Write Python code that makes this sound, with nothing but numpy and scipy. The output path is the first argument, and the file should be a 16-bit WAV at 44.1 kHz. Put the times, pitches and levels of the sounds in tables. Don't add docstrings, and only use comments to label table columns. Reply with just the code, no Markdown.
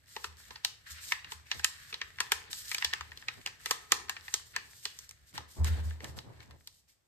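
import sys
import numpy as np
from scipy import signal
from scipy.fft import rfft, irfft, next_fast_len
from scipy.io import wavfile
from scipy.ndimage import uniform_filter1d, map_coordinates

SR = 44100
rng = np.random.default_rng(int(sys.argv[2]) if len(sys.argv) > 2 else 0)


def digitize_waveform(pressure):
    field = np.atleast_2d(pressure).T
    bounded = np.clip(field, -1, 1)
    quanta = np.round(bounded * 32767).astype(np.int16)
    wavfile.write(sys.argv[1], SR, quanta)


N = 311787

# f/Hz, level/dB
ROOM_TONE = [(30, -13.5), (100, -15), (240, -14.5), (540, -15.5), (2000, -21.5), (8200, -24),
             (15000, -31.5)]
# f/Hz, time to fade by 60 dB/s
ROOM_DECAY = [(150, 0.95), (1000, 0.48), (4000, 0.35), (8000, 0.34), (15000, 0.2)]
# t/s, level/dB
HAND_ACTIVITY = [(0, -10), (.2, -7), (.85, -7), (1.1, -2), (1.43, -8.5), (1.8, -1.5), (2.9, 2),
                 (3.55, -5.5), (4.2, -1.5), (5.2, -10), (6.6, -12), (7.05, -38)]
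# f/Hz, level/dB
RESTING_SPECTRUM = [(20, -20.5), (45, -8), (62, 1.5), (80, -0.5), (110, -3), (200, -17), (400, -24.5),
                    (700, -23.5), (1500, -52.5)]
# f/Hz, level/dB, time to fade by 60 dB/s
TABLE_MODES = [(77.5, 3.5, 0.4), (121, -29.5, 0.26), (186.8, -17.5, 0.25)]
# t/s, level/dB
BUMPS = [(0.27, -48.5), (0.907, -47.5), (1.338, -50.5), (1.566, -47), (2.341, -54), (2.85, -51.5),
         (2.996, -47.5), (3.925, -55), (5.378, -49), (5.584, -30), (5.599, -20.5), (5.7, -23),
         (5.745, -31.5), (5.782, -28), (5.849, -27.5), (6.085, -41), (6.344, -51), (6.491, -50)]
# t/s, level/dB, fade/(dB per s)
DRAGS = [(0.496, -57.5, 150), (1.07, -57.5, 150), (1.25, -61, 110), (1.555, -56, 198), (2.495, -58.5, 256),
         (3.06, -66, 12), (3.378, -53, 262), (4.545, -58.5, 159), (5.35, -50, 75), (5.578, -42.5, 28.5),
         (6.038, -45, 39.5), (6.27, -54.5, 33.5), (6.51, -61, 147)]
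# f/Hz, level/dB
RUB_SPECTRUM = [(55, -27.5), (90, -22), (115, -7), (160, -20.5), (270, -21), (480, -25), (680, -27.5),
                (990, -27), (1400, -38), (2200, -42.5), (3500, -65.5)]
# start t/s, end t/s, hiss level/dB, hiss change/dB, scrape over hiss/dB
FILM_STROKES = [(0.079, 0.268, -56.5, 4, -9), (0.378, 0.584, -60, -7.5, -1.5), (0.862, 0.929, -53, 22.5, 0),
                (0.938, 1.007, -60, -14.5, 7), (1.009, 1.129, -46.5, 9, -9), (1.266, 1.331, -57, 30.5, 3.5),
                (1.456, 1.603, -58, 15.5, -2), (1.723, 1.94, -59.5, 4.5, 2), (2.46, 2.512, -76, 13, 20),
                (2.507, 2.615, -45, 1, -13.5), (2.614, 2.742, -47, 5.5, -8), (2.742, 2.83, -54, 9, 4),
                (3.037, 3.444, -64.5, 5.5, 2), (3.588, 3.7, -56.5, 14, -3.5), (3.818, 3.918, -61.5, 2, 0.5),
                (4.218, 4.334, -56.5, 7, -4), (4.46, 4.53, -60, -4, -8.5), (4.542, 4.562, -65, 7.5, 16),
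                (4.597, 4.875, -57.5, 11.5, -10), (4.89, 5.052, -59.5, 4, -3),
                (5.26, 5.308, -62.5, 9.5, -7), (5.342, 5.383, -56, -19, 6.5), (5.482, 5.6, -58, 6, -11),
                (5.641, 5.688, -46.5, 3, 3), (5.72, 5.811, -60, 0, 7.5), (5.836, 5.942, -60, -11, -1.5),
                (6.004, 6.105, -58, 12, 0), (6.163, 6.184, -53, 15, -3.5), (6.29, 6.394, -74, 3, 6.5),
                (6.397, 6.437, -67.5, 3, 8.5), (6.573, 6.808, -70, 6.5, -19),
                (6.881, 6.932, -69.5, 1, -7.5)]
# f/Hz, level/dB
HISS_SPECTRUM = [(1500, -46), (3000, -10.5), (4700, -5.5), (6500, -7), (8400, -7), (10000, -9.5),
                 (12600, -10), (13900, -16.5), (15000, -31)]
# f/Hz, level/dB
SCRAPE_SPECTRUM = [(300, -42), (450, -20.5), (620, -32), (1000, -12.5), (1300, -7), (1760, 2), (2500, -8),
                   (4500, -8), (6000, -28), (10000, -57.5)]
# t/s, level/dB, patch pitch f/Hz, crispness/dB, flap of the whole sheet/dB
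BUCKLES = [(0.1643, -45, 870, -11, 13.5), (0.243, -44, 1230, 2, 5), (0.5071, -52.5, 1000, -5.5, 12),
           (0.5583, -50.5, 4370, -33, 3.5), (0.6482, -41.5, 4070, 13, -1.5), (1.1209, -34, 2080, -4, -11.5),
           (1.2452, -54.5, 2540, -7, -2), (1.32, -47.5, 950, 5.5, 3.5), (1.515, -38, 2960, -4.5, -0.5),
           (1.595, -50.5, 1610, -5.5, 10), (1.6446, -36.5, 2700, 17.5, -13),
           (1.9273, -51, 2530, -15.5, 14.5), (1.9421, -48, 3830, -7.5, 7.5), (2.0152, -42.5, 2210, -9.5, 2),
           (2.1858, -48.5, 1830, -20, -21.5), (2.204, -36, 1340, 7.5, 2), (2.3194, -34, 1510, 11.5, 3.5),
           (2.5301, -50.5, 3780, 13, -17), (2.715, -43.5, 2220, 5.5, -7), (2.7461, -43.5, 2400, 14.5, -2),
           (2.782, -47, 4620, 7, -4), (2.8232, -37.5, 1935, -17.5, -19), (2.8463, -38.5, 3440, 10, -4),
           (2.9302, -46.5, 1680, -15, 2), (2.9351, -39.5, 1860, 3.5, -1.5), (3.009, -45.5, 1200, -9, -2),
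           (3.118, -53, 1910, -25, -9), (3.174, -61.5, 4100, 8, 11.5), (3.224, -58.5, 1700, -26, -3),
           (3.2841, -42, 2500, -6, -0.5), (3.462, -46.5, 2400, 10, 5.5), (3.4733, -47, 1680, 1.5, -4),
           (3.6594, -44.5, 1950, 11, 9.5), (3.7099, -34.5, 1084, 12, 3.5), (3.9205, -31, 1230, 11.5, 7),
           (4.0845, -57.5, 1640, -18, 2), (4.0953, -41, 1580, 9, -2.5), (4.1664, -51.5, 2350, -13.5, 3),
           (4.281, -50.5, 1880, -14.5, -1.5), (4.34, -39, 6240, 11.5, -2), (4.5628, -39.5, 1730, 2, 3.5),
           (4.8539, -44, 4430, 5.5, 2.5), (4.9887, -64, 6100, 20.5, -6), (5.092, -69, 5430, 21, 7),
           (5.11, -65.5, 1960, 20.5, -9), (5.3784, -43.5, 815, -1.5, 1), (5.6451, -53.5, 1090, 18.5, 12),
           (5.908, -58, 1680, -18, 7), (6.0049, -60, 1940, -14.5, 22), (6.0438, -54, 1740, 11, 5),
           (6.188, -53, 4800, -5, -2), (6.4044, -64, 2140, -4, 2), (6.5093, -64.5, 1670, 3, 7),
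           (6.6735, -63.5, 4280, 18.5, 1)]
BAND_EDGES = [170, 650, 1500, 2800, 6000, 15000]
# level/dB, share of the crispness, share of the flap
BAND_MIX = [(-14, 0.12, 0.98), (-5.5, 0.061, 0), (0.13, 0.018, 0.042), (3.5, 0.23, 0.12), (-6.5, 1, 0)]
# f/Hz, level/dB
SNAP_SPECTRUM = [(170, -4), (285, -2), (420, 9), (490, 8), (620, -7), (850, 15.5), (1200, 13), (1480, 1.5),
                 (1800, 4.5), (3200, 6.5), (4400, 8.5), (5600, 3.5), (7000, 5), (12500, -1), (15500, -18)]
# f/Hz, width/Hz, level/dB
SHEET_MODES = [(420, 120, -10.5), (1040, 41, -5.5), (1282, 18, 11.5), (1825, 310, 7)]
# multiple of its pitch, level/dB
PATCH_RING = [(1, 10), (1.5, -16.5)]


def amp(db):
    return 10 ** (np.asarray(db) / 20)


def unit(x):
    return x / np.sqrt(np.mean(x ** 2) + 1e-20)


def along(points, hz):
    f, v = np.transpose(points)
    return np.interp(np.log(hz + 1), np.log(f + 1), v)


def wobble(rate):
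    points = rng.standard_normal(int(N * rate / SR) + 4)
    return map_coordinates(points, [np.arange(N) * rate / SR])


def filtered(x, response):
    size = next_fast_len(N + SR // 2)
    return irfft(rfft(x, size) * response(np.fft.rfftfreq(size, 1 / SR)), size)[..., :N]


def ring_from(gain, size=2048):
    cepstrum = irfft(np.log(np.maximum(gain(np.fft.rfftfreq(size, 1 / SR)), 1e-6)))
    cepstrum[1:size // 2] *= 2
    cepstrum[size // 2 + 1:] = 0
    return irfft(np.exp(rfft(cepstrum)))


def noise(spectrum, channels=2):
    return unit(filtered(rng.standard_normal((channels, N)), lambda hz: amp(along(spectrum, hz))))


def add(track, start_s, sound):
    i = max(round(start_s * SR), 0)
    part = track[..., i:i + sound.shape[-1]]
    part += sound[..., :part.shape[-1]]


def stereo(waves, own_share, lag_ms):
    shared = filtered(waves[0], lambda hz: np.exp(np.outer([1, -1], 1j * np.pi * hz * lag_ms / 1000)))
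    return np.sqrt(1 - own_share) * shared + np.sqrt(own_share) * waves[1:]


def friction(spectrum, grain):
    slips = rng.standard_normal((3, N)) * np.exp(grain * wobble(1500))
    shaped = filtered(slips, lambda hz: amp(along(spectrum, hz)))
    return unit(stereo(shaped, own_share=0.92, lag_ms=0.11))


def busy_db():
    return np.interp(np.arange(N) / SR, *np.transpose(HAND_ACTIVITY))


def room_tone(level_db=-80):
    return amp(level_db) * noise(ROOM_TONE)


def room_echo(x, build_s=0.00028):
    hz, t, spectra = signal.stft(rng.standard_normal((2, SR // 2)), SR, nperseg=256)
    fade = amp(-60 * t / along(ROOM_DECAY, hz)[:, None])
    tail = signal.istft(spectra * fade * (1 - np.exp(-t / build_s)), SR, nperseg=256)[1]
    return signal.fftconvolve(np.atleast_2d(x), tail / np.linalg.norm(tail[0]), axes=1)[:, :N]


def table_thumps(rise_s=0.014, resting_db=-64, low_hz=48):
    t = np.arange(SR) / SR
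    ring = sum(amp(db - 60 * t / t60) * np.sin(2 * np.pi * hz * t) for hz, db, t60 in TABLE_MODES)
    boom = (1 - np.exp(-t / rise_s)) * ring
    top = np.zeros(N)
    for start_s, db in BUMPS:
        add(top, start_s, amp(db) * boom)
    top = filtered(top, lambda hz: 1 / np.sqrt(1 + (low_hz / (hz + 1)) ** 6))
    top += amp(resting_db + .5 * busy_db()) * noise(RESTING_SPECTRUM, channels=1)[0]
    return filtered(top, lambda hz: np.exp(1j * np.outer([-.39, .39], np.ones_like(hz))))


def arm_rub(level_db=-1.5, unsteady_db=3.0, attack_s=0.011, stall_db=11):
    t = np.arange(N) / SR
    speed = np.zeros(N)
    for start_s, db, fade in DRAGS:
        rise = np.exp(np.minimum(t - start_s, 0) / attack_s)
        lost_db = fade * np.maximum(t - start_s, 0)
        speed += amp(db - lost_db) * rise / (1 + (lost_db / stall_db) ** 6)
    return speed * amp(level_db + unsteady_db * wobble(40)) * friction(RUB_SPECTRUM, grain=0.34)


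def crinkles(per_s=16, level_db=-47.5, spread_db=11, life_s=0.00085, low_hz=1200, room_db=-8):
    t = np.arange(SR // 50) / SR
    hands_db = busy_db()
    ticks = np.zeros((3, N))
    for when, size, pitch in rng.random((int(per_s * N / SR), 3)):
        force = rng.standard_normal((3, len(t))) * np.exp(-t / life_s)
        tick = signal.lfilter(*signal.iirpeak(low_hz * 5 ** pitch, Q=2.5, fs=SR), force)
        peak = amp(level_db + hands_db[int(when * N)] + spread_db * size)
        add(ticks, when * N / SR, peak * tick / np.abs(tick).max())
    return stereo(ticks, own_share=0.97, lag_ms=0.054) + amp(room_db) * room_echo(ticks[1:])


def pull(idle_hiss_db=-66, idle_scrape_db=-63, edge_s=0.02):
    t = np.arange(N) / SR
    drive = amp(busy_db() + [[idle_hiss_db], [idle_scrape_db]])
    for start, end, hiss_db, change_db, scrape_db in FILM_STROKES:
        i, j = np.searchsorted(t, [start, end])
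        drive[0, i:j] = amp(hiss_db + change_db * np.linspace(-.5, .5, j - i))
        drive[1, i:j] = amp(hiss_db + scrape_db)
    return uniform_filter1d(drive, int(edge_s * SR))


def film_slide(level_db=-1, unsteady_db=2.0, room_db=-5, bend_octaves=.4, bends_per_s=5):
    hiss_gain, scrape_gain = pull() * amp(unsteady_db * wobble(70))
    slack = friction(SCRAPE_SPECTRUM, grain=0.41)
    taut = friction(np.multiply(SCRAPE_SPECTRUM, [2 ** bend_octaves, 1]), grain=0.41)
    bend = np.pi / 4 * (1 + np.tanh(wobble(bends_per_s) - .5))
    scrape = np.cos(bend) * slack + np.sin(bend) * taut
    hiss = friction(HISS_SPECTRUM, grain=.33)
    drag = amp(level_db) * (hiss_gain * hiss + scrape_gain * scrape)
    return drag + amp(room_db) * room_echo(drag)


def sheet_ring(modes, bounce_s, hollow_db=3, hollow_hz=3000):
    def gain(f):
        ripple_db = hollow_db * np.cos(2 * np.pi * f * bounce_s) / (1 + (f / hollow_hz) ** 2)
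        peaks = sum(amp(db) / (1 + (2 * (f - hz) / width) ** 2) for hz, width, db in modes)
        return amp(along(SNAP_SPECTRUM, f) + ripple_db) * (1 + peaks)
    return ring_from(gain)


def snap_levels(patch_hz, crisp_db, flap_db, lift_db=8, width_octaves=0.59):
    centres = np.sqrt(np.multiply(BAND_EDGES[:-1], BAND_EDGES[1:]))
    lift = lift_db * np.exp(-.5 * (np.log2(centres / patch_hz) / width_octaves) ** 2)
    return np.dot(BAND_MIX, [1, crisp_db, flap_db]) + lift


def snap_shape(t, hz, crisp_db, flap_db, creak_s=.0088, crack_s=.0032, spike_s=.0006, flutter_s=.019):
    before, after = np.minimum(t, 0), np.maximum(t, 0)
    build_s = min(.001 * amp(flap_db - .13 * crisp_db), .0016)
    creak = amp(-19) / np.hypot(1, hz / 2500) * np.exp(before / creak_s)
    life_s = crack_s * (hz / 2000) ** -.067
    spike = amp(8) / np.hypot(1, 9000 / hz) * np.exp(-after / spike_s)
    flutter = amp(-18 + .3 * flap_db) * np.exp(-after / flutter_s)
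    return np.where(t < 0, np.exp(2 * before / build_s) + creak, np.exp(-after / life_s) + flutter + spike)


def film_snaps(patch_db=9, patch_q=7, ragged=0.19, room_db=-12, directions=4, lead_s=.014, span_s=.01):
    t = np.arange(SR // 14) / SR - lead_s
    bands = list(zip(BAND_EDGES, BAND_EDGES[1:]))
    filters = [signal.butter(4, band, "band", fs=SR, output="sos") for band in bands]
    beams = np.zeros((directions, N))
    for start_s, level_db, patch_hz, crisp_db, flap_db in BUCKLES:
        patch = [(k * patch_hz, k * patch_hz / patch_q, patch_db + db) for k, db in PATCH_RING]
        bounce_s = 0.000901 * (.5 + rng.random())
        front = sheet_ring([*SHEET_MODES, *patch], bounce_s)
        rings = np.array([front] + [sheet_ring(SHEET_MODES, bounce_s)] * (directions - 1))
        fits = np.exp(ragged * unit(uniform_filter1d(rng.standard_normal(len(t)), size=20)))
        force = fits * rng.standard_normal((directions, len(t)))
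        snap = np.zeros_like(force)
        for band, sos, band_db in zip(bands, filters, snap_levels(patch_hz, crisp_db, flap_db)):
            push = snap_shape(t, np.mean(band), crisp_db, flap_db) * force
            part = signal.sosfilt(sos, signal.fftconvolve(push, rings, axes=1)[:, :len(t)])
            part /= np.linalg.norm(part, axis=1, keepdims=True)
            snap += amp(level_db + band_db) * np.sqrt(span_s * SR) * part
        add(beams, start_s - lead_s, snap)
    echo = sum(room_echo(beam) for beam in beams[1:]) / np.sqrt(directions - 1)
    return stereo(beams[:3], own_share=0.52, lag_ms=0.094) + amp(room_db) * echo


def scene(left_db=1.15):
    sheet = film_snaps() + crinkles() + film_slide()
    sheet = filtered(sheet, lambda hz: amp(np.outer([1, -1], left_db / (1 + (hz / 2200) ** 4))))
    return sheet + table_thumps() + arm_rub() + room_tone()


def record(dry, split_hz=6900, lag_ms=0.1909, top_hz=15700):
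    left, right = dry
    high = lambda hz: 1 / np.sqrt(1 + (split_hz / (hz + 1)) ** 20)
    treble = filtered(left, lambda hz: -high(hz) * np.exp(-2j * np.pi * hz * lag_ms / 1000))
    right = treble + filtered(right, lambda hz: np.sqrt(1 - high(hz) ** 2))
    return filtered(np.array([left, right]), lambda hz: hz < top_hz)


dry = scene()
out = record(dry)
digitize_waveform(out)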